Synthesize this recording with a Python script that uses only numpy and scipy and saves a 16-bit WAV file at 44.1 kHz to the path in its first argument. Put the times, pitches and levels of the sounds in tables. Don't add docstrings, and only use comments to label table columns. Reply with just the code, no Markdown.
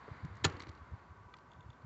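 import sys
import numpy as np
from scipy import signal
from scipy.fft import rfft, irfft
from scipy.io import wavfile

SR = 44100
rng = np.random.default_rng(int(sys.argv[2]) if len(sys.argv) > 2 else 0)


def decibels_to_gain(level_db):
    exponent = np.asarray(level_db, float) / 20
    return 10 ** exponent


def generate_wav(sig):
    pcm = np.round(np.clip(np.atleast_2d(sig).T, -1, 1) * 32767).astype(np.int16)
    wavfile.write(sys.argv[1], SR, pcm)


N = 81585
SEAT_S = 0.4470
FIRM_SHARE, HARD_FIRM_SHARE = 0.7, 0.92


def rms_one(x):
    return x / np.sqrt(np.mean(x ** 2) + 1e-20)


def drift(rate_hz):
    r = np.exp(-80 * np.pi * rate_hz / SR)
    noise = rng.standard_normal(N // 40 + 2002)
    slow = signal.lfilter([1], [1, -2 * r, r * r], noise)[2000:]
    return np.interp(np.arange(N) / 40, np.arange(len(slow)), rms_one(slow))


def ring(x, hz, t60_s):
    r = decibels_to_gain(-60 / (t60_s * SR))
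    w = 2 * np.pi * hz / SR
    return signal.lfilter([0, np.sin(w)], [1, -2 * r * np.cos(w), r * r], x + 1e-18)


def colour(x, spectrum):
    hz, db = np.transpose(spectrum)
    log_hz = np.log(np.fft.rfftfreq(N, 1 / SR) + 1)
    gain = decibels_to_gain(np.interp(log_hz, np.log(hz), db, left=-60, right=-60))
    return irfft(rfft(x) * rms_one(gain), N)


def band(x, order, low_hz, high_hz):
    return signal.sosfilt(signal.butter(order, [low_hz, high_hz], "band", fs=SR, output="sos"), x)


def scuffs(s, db, t60_s, firm=0):
    clicks = np.zeros(N)
    clicks[(np.asarray(s) * SR).astype(int)] = decibels_to_gain(db)
    r = decibels_to_gain(-120 / (t60_s * SR))
    swell = signal.lfilter([2 * (1 - r) ** 1.5], [1, -2 * r, r * r], clicks + 1e-18)
    spray = swell * rng.standard_normal(N)
    return np.sqrt(1 - firm) * spray + np.sqrt(firm) * clicks


def struck(s, db, modes, scatter_db, scuff_t60_s, low_db=0, firm=0):
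    out = np.zeros(N)
    for k, (hz, level_db, t60_s) in enumerate(modes):
        chance_db = scatter_db * rng.standard_normal(len(s))
        push_db = db + level_db + low_db * (hz < 2800) + chance_db
        push = scuffs(s, push_db, scuff_t60_s, firm)
        out = out + (-1) ** k * ring(push, hz, t60_s)
    return out


def far_traffic():
    # (frequency [Hz], level [dB per Hz])
    hum_spectrum = [(30, -31.5), (60, 2.5), (105, -2.5), (714, -11.5), (1130, -11.5), (1650, -13.5),
                    (2200, -21.5), (4000, -31.5), (7750, -35.5), (8400, -56.5)]
    # (frequency [Hz], width [Hz], level [dB])
    housing_modes = [(990, 104, 7), (1125.6, 93, 7.5), (1559, 90, 2.5), (317, 30, -8.5)]
    hum = colour(rng.standard_normal(N), hum_spectrum)
    housed = hum
    for k, (hz, width_hz, db) in enumerate(housing_modes):
        resonance = ring(hum, hz, 4.17 / width_hz) * 2 * np.pi * width_hz / SR
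        housed = housed + (-1) ** k * decibels_to_gain(db + 1.5 * drift(10.0)) * resonance
    return decibels_to_gain(-60.5 + 0.35 * drift(14.0)) * rms_one(housed)


def passing_vehicle():
    # (time [s], level [dB])
    vehicle_level = [(0, -58.5), (0.148, -56.5), (.3, -60), (0.549, -59.5), (.75, -63.5), (1.0, -65),
                     (1.3, -73.5), (1.6, -70.5), (1.85, -70)]
    # (frequency [Hz], level [dB per Hz])
    tyre_spectrum = [(120, -46), (200, -2.5), (550, -14.5), (1010, -4), (2150, -10.5), (2700, -24.5),
                     (4700, -24.5), (5100, -37.5), (7800, -39.5), (8400, -55)]
    s, db = np.transpose(vehicle_level)
    level_db = np.interp(np.arange(N) / SR, s, db) + 0.21 * drift(21.0)
    return decibels_to_gain(level_db) * colour(rng.standard_normal(N), tyre_spectrum)


def rumble():
    low = band(rng.standard_normal(N), 3, 58.7, 148.2)
    return decibels_to_gain(-68.5 + 4 * drift(7.9)) * rms_one(low)


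def knocks():
    # (time [s], peak level [dB], pitch [Hz])
    knock_events = [(.0800, -42.5, 452), (0.0868, -42, 430), (.0805, -52, 1000), (.0805, -50, 1950),
                    (.176, -76, 784), (.333, -46.5, 990), (0.412, -49, 448), (.550, -37.5, 375),
                    (0.696, -46.5, 310), (.468, -35, 292.3), (0.475, -43, 417), (.498, -39.5, 312),
                    (.572, -43, 270), (.603, -46, 293), (.630, -45.5, 330), (0.67, -45, 319),
                    (0.246, -43.5, 281)]
    return sum(ring(scuffs([s], db, 0.0082, FIRM_SHARE), hz, 11 / hz) for s, db, hz in knock_events)


def air_buffets():
    # (time of the crest [s], peak level [dB], pitch [Hz], length [cycles])
    buffet_events = [(0.1163, -37, 107, 0.61), (.178, -55.5, 110, 1.2), (0.2356, -37, 97, 0.86),
                     (0.252, -36.5, 151, 1.3), (0.284, -48.5, 81, 0.93), (0.314, -44.5, 83, 1.46),
                     (0.3541, -49.5, 101.7, 2.1), (0.379, -50.5, 100, 0.58), (0.405, -51.5, 109, 0.79),
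                     (0.43, -40.5, 108, 1.03), (0.5385, -48, 94, 0.72), (0.5476, -42.5, 90, 0.53),
                     (0.572, -53, 101, 1), (0.508, -44, 95, .7), (0.605, -50.5, 84.5, 0.97),
                     (0.629, -54, 80, .7), (0.678, -46.5, 104, 0.59), (0.6948, -43, 86.7, 1.32),
                     (0.8202, -47, 76, 1.03), (0.887, -56.5, 130, 1.8), (0.9218, -39.5, 83, 0.73),
                     (0.936, -37.5, 102.6, 1.06), (.975, -77.5, 85, 1), (1.11, -49, 82, 1.08),
                     (1.179, -54.5, 83.2, 0.57), (1.209, -54.5, 95, 1.3), (1.26, -50, 90, 0.79),
                     (1.336, -57, 95, 0.59), (1.59, -51, 99, 0.91), (1.663, -46.5, 90, 0.69),
                     (1.693, -43, 110, 0.79), (1.8467, -43, 115, 0.99)]
    lag_cycles, edge_db = 0.26, -15.5
    t = np.arange(N) / SR
    out = np.zeros(N)
    for s, db, hz, cycles in buffet_events:
        turns = (t - s) * hz
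        swell = decibels_to_gain(db) * np.exp(-((turns - lag_cycles) / cycles) ** 2)
        wave = np.cos(2 * np.pi * turns) + decibels_to_gain(edge_db) * np.cos(4 * np.pi * turns)
        out = out + swell * wave
    return out


def latch_rattles():
    # (time [s], peak level [dB], low body level [dB], bright scratch level [dB])
    rattle_events = [(0.1663, -60.5, 4.5, -8), (0.2481, -55, 6.5, 5), (0.353, -63, -5, 6),
                     (0.3673, -59.5, 0, 5), (0.4982, -51, -1, -1), (0.5189, -58, 1, -2),
                     (0.523, -57.5, -19, 2), (0.5659, -48.5, -1.5, -5.5), (0.5960, -51.5, 3, 6),
                     (0.603, -42, 3, -9.5), (0.614, -54, -3, 1), (0.6205, -44, -2, 0.5),
                     (0.6345, -48.5, 5.5, -13), (0.6690, -47, -2.5, -9), (0.6820, -56.5, 3.5, -6),
                     (.6860, -58, 8, 0), (0.6906, -49, -2.5, -2), (0.7144, -61, 2, -3),
                     (0.75, -56.5, -17, -3.5), (0.7746, -58.5, -13, -22), (1.3393, -63, -6, 6),
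                     (1.3666, -56.5, -4, 0), (1.385, -57.5, -5, -3), (1.4076, -70, 3, -4),
                     (1.82, -64, -10, -9)]
    # (frequency [Hz], level [dB])
    latch_modes = [(800, -4.5), (1250, -2), (1600, -15), (2000, 2.5), (2400, -5.5), (2800, -7), (3200, -7),
                   (3600, -9.5), (4010, -3.5), (4420, -3.5), (4750, -10.5), (5460, -21), (5900, -16)]
    s, db, low_db, bright_db = np.transpose(rattle_events)
    modes = [(hz, level_db, 0.015) for hz, level_db in latch_modes]
    body = struck(s, db - 3.5, modes, 1.1, 0.02, low_db, FIRM_SHARE)
    scratch = band(scuffs(s, db + 14.5 + bright_db, 0.032), 2, 3000, 7600)
    return body + scratch


def clunk():
    # (time [s], strength [dB], brightness [dB])
    blow_contacts = [(.4378, -53, 7.5), (0.439, -39, 9), (.4430, -25, 11.5), (.4470, -20, 5.5),
                     (0.4496, -26.5, 1), (0.452, -25, -13.5), (0.454, -41, 2), (.4590, -30.5, -0.5),
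                     (.4650, -40.5, 4), (.4730, -44, -7.5), (0.482, -48, 2), (0.496, -46.5, 1)]
    # (frequency [Hz], level [dB], t60 [s])
    frame_modes = [(786, -11, 0.066), (918, -14, 0.054), (1192, -9, 0.062), (1403, -4.5, 0.044),
                   (1757, -11.5, 0.065), (2148, -13.5, 0.048), (2700, -17, 0.04), (3105, -14, 0.034),
                   (3305, -12, 0.04), (4120, -10.5, 0.027), (4910, -18.5, 0.04), (5730, -27, 0.099),
                   (6900, -21, 0.053), (7210, -23.5, 0.05)]
    # (frequency [Hz], level [dB per Hz])
    crack_spectrum = [(210, -27.5), (350, -0.5), (1010, -2), (1380, -3.5), (2500, -7.5), (4100, -9.5),
                      (5810, -23), (6890, -14.5), (8000, -31), (10600, -57), (18000, -120)]
    scuff_t60_s, seat_db, low_lag_s = 0.025, -20.5, 0.002786
    s, db, bright_db = np.transpose(blow_contacts)
    modes = [(hz, level_db, min(t60_s, 0.08)) for hz, level_db, t60_s in frame_modes]
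    low_modes = [m for m in modes if m[0] < 2800]
    high_modes = [m for m in modes if m[0] >= 2800]
    seat = struck([SEAT_S + low_lag_s], seat_db, low_modes, 0, 0.0096, 0, HARD_FIRM_SHARE)
    seat = seat + struck([SEAT_S], seat_db, high_modes, 0, 0.0096, 0, HARD_FIRM_SHARE)
    frame = struck(s, db - 16.5 + bright_db, modes, 0.9, scuff_t60_s, -bright_db)
    dull = colour(scuffs(s, db + 10.5, scuff_t60_s), crack_spectrum)
    sharp = colour(scuffs(s, db + 17.5 + bright_db, scuff_t60_s), crack_spectrum)
    sharp = np.diff(sharp, prepend=0)
    return frame + seat + dull + sharp


def post():
    # (frequency [Hz], level [dB], t60 [s], start time [s])
    post_modes = [(93.4, -25.5, 0.13, .4505), (156, -29, .12, .4535), (215, -39, 0.1, .4490),
                  (298, -33.5, 0.075, .4460), (330, -35, 0.066, .4430), (360, -41, 0.049, .4510),
                  (440, -32.5, 0.17, .4470)]
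    boom = np.zeros(N)
    for hz, db, t60_s, s in post_modes:
        boom = boom + ring(scuffs([s], db, 0.0072, 0.99), hz, min(t60_s, 20 / hz))
    return band(boom, 2, 79, 500)


def wash():
    # (frequency [Hz], level [dB per Hz])
    wash_spectrum = [(150, -15), (250, -3.5), (400, -1), (723, -11), (1160, -7), (2490, -16), (4500, -32),
                     (5600, -35.5), (7040, -35), (8300, -47.5)]
    level_db, t60_s, rise_s = -44.5, 0.68, 0.0036
    t = np.maximum(np.arange(N) / SR - SEAT_S, 0)
    fade = decibels_to_gain(level_db - 60 * t / t60_s) * (1 - np.exp(-t / rise_s))
    return fade * colour(rng.standard_normal(N), wash_spectrum)


def catch_drop():
    # (time [s], level [dB])
    landings = [
        (1.339, -48),
        (1.3407, -47.5),
    ]
    # (frequency [Hz], level [dB], t60 [s])
    catch_modes = [(846, -9, .02), (1265, -2.5, 0.026), (1600, -20, 0.014), (1970, -5.5, 0.028),
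                   (2410, -9, .015), (2830, -7, 0.0092), (3400, -4, 0.012), (3900, -4.5, 0.013),
                   (4400, -7, 0.0091), (6880, -24, 0.011)]
    s, db = np.transpose(landings)
    return struck(s, db, catch_modes, 0, 0.0081, 0, HARD_FIRM_SHARE)


def loose_part_ticks():
    # (time [s], peak level [dB])
    tick_events = [(1.517, -54.5), (1.5337, -59), (1.5624, -74), (1.6067, -55), (1.628, -68),
                   (1.7025, -54.5), (1.7305, -64.5)]
    # (frequency [Hz], level [dB])
    part_modes = [(2750, -10), (3350, -2.5), (3600, -2.5), (4050, -16), (4600, -15.5), (5600, -32),
                  (6500, -16.5), (7100, -18.5)]
    s, db = np.transpose(tick_events)
    modes = [(hz, level_db, 0.017) for hz, level_db in part_modes]
    return struck(s, db, modes, 0.75, 0.017, 0, HARD_FIRM_SHARE)


def scene():
    outdoors = far_traffic() + passing_vehicle() + rumble()
    handling = knocks() + air_buffets()
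    locking = clunk() + post() + wash()
    loose_metal = latch_rattles() + catch_drop() + loose_part_ticks()
    return (outdoors + handling + locking + loose_metal)[None]


def roll_off(x):
    return signal.sosfilt(signal.butter(12, 8480, fs=SR, output="sos"), x)


def record(dry):
    top = 0.17
    rounded = top * np.tanh(dry / top)
    cut = signal.sosfilt(signal.cheby2(12, 60, 8900, fs=SR, output="sos"), rounded)
    mix = signal.sosfilt(signal.butter(2, 36, "high", fs=SR, output="sos"), cut)
    return roll_off(mix)


dry = scene()
out = record(dry)
generate_wav(out)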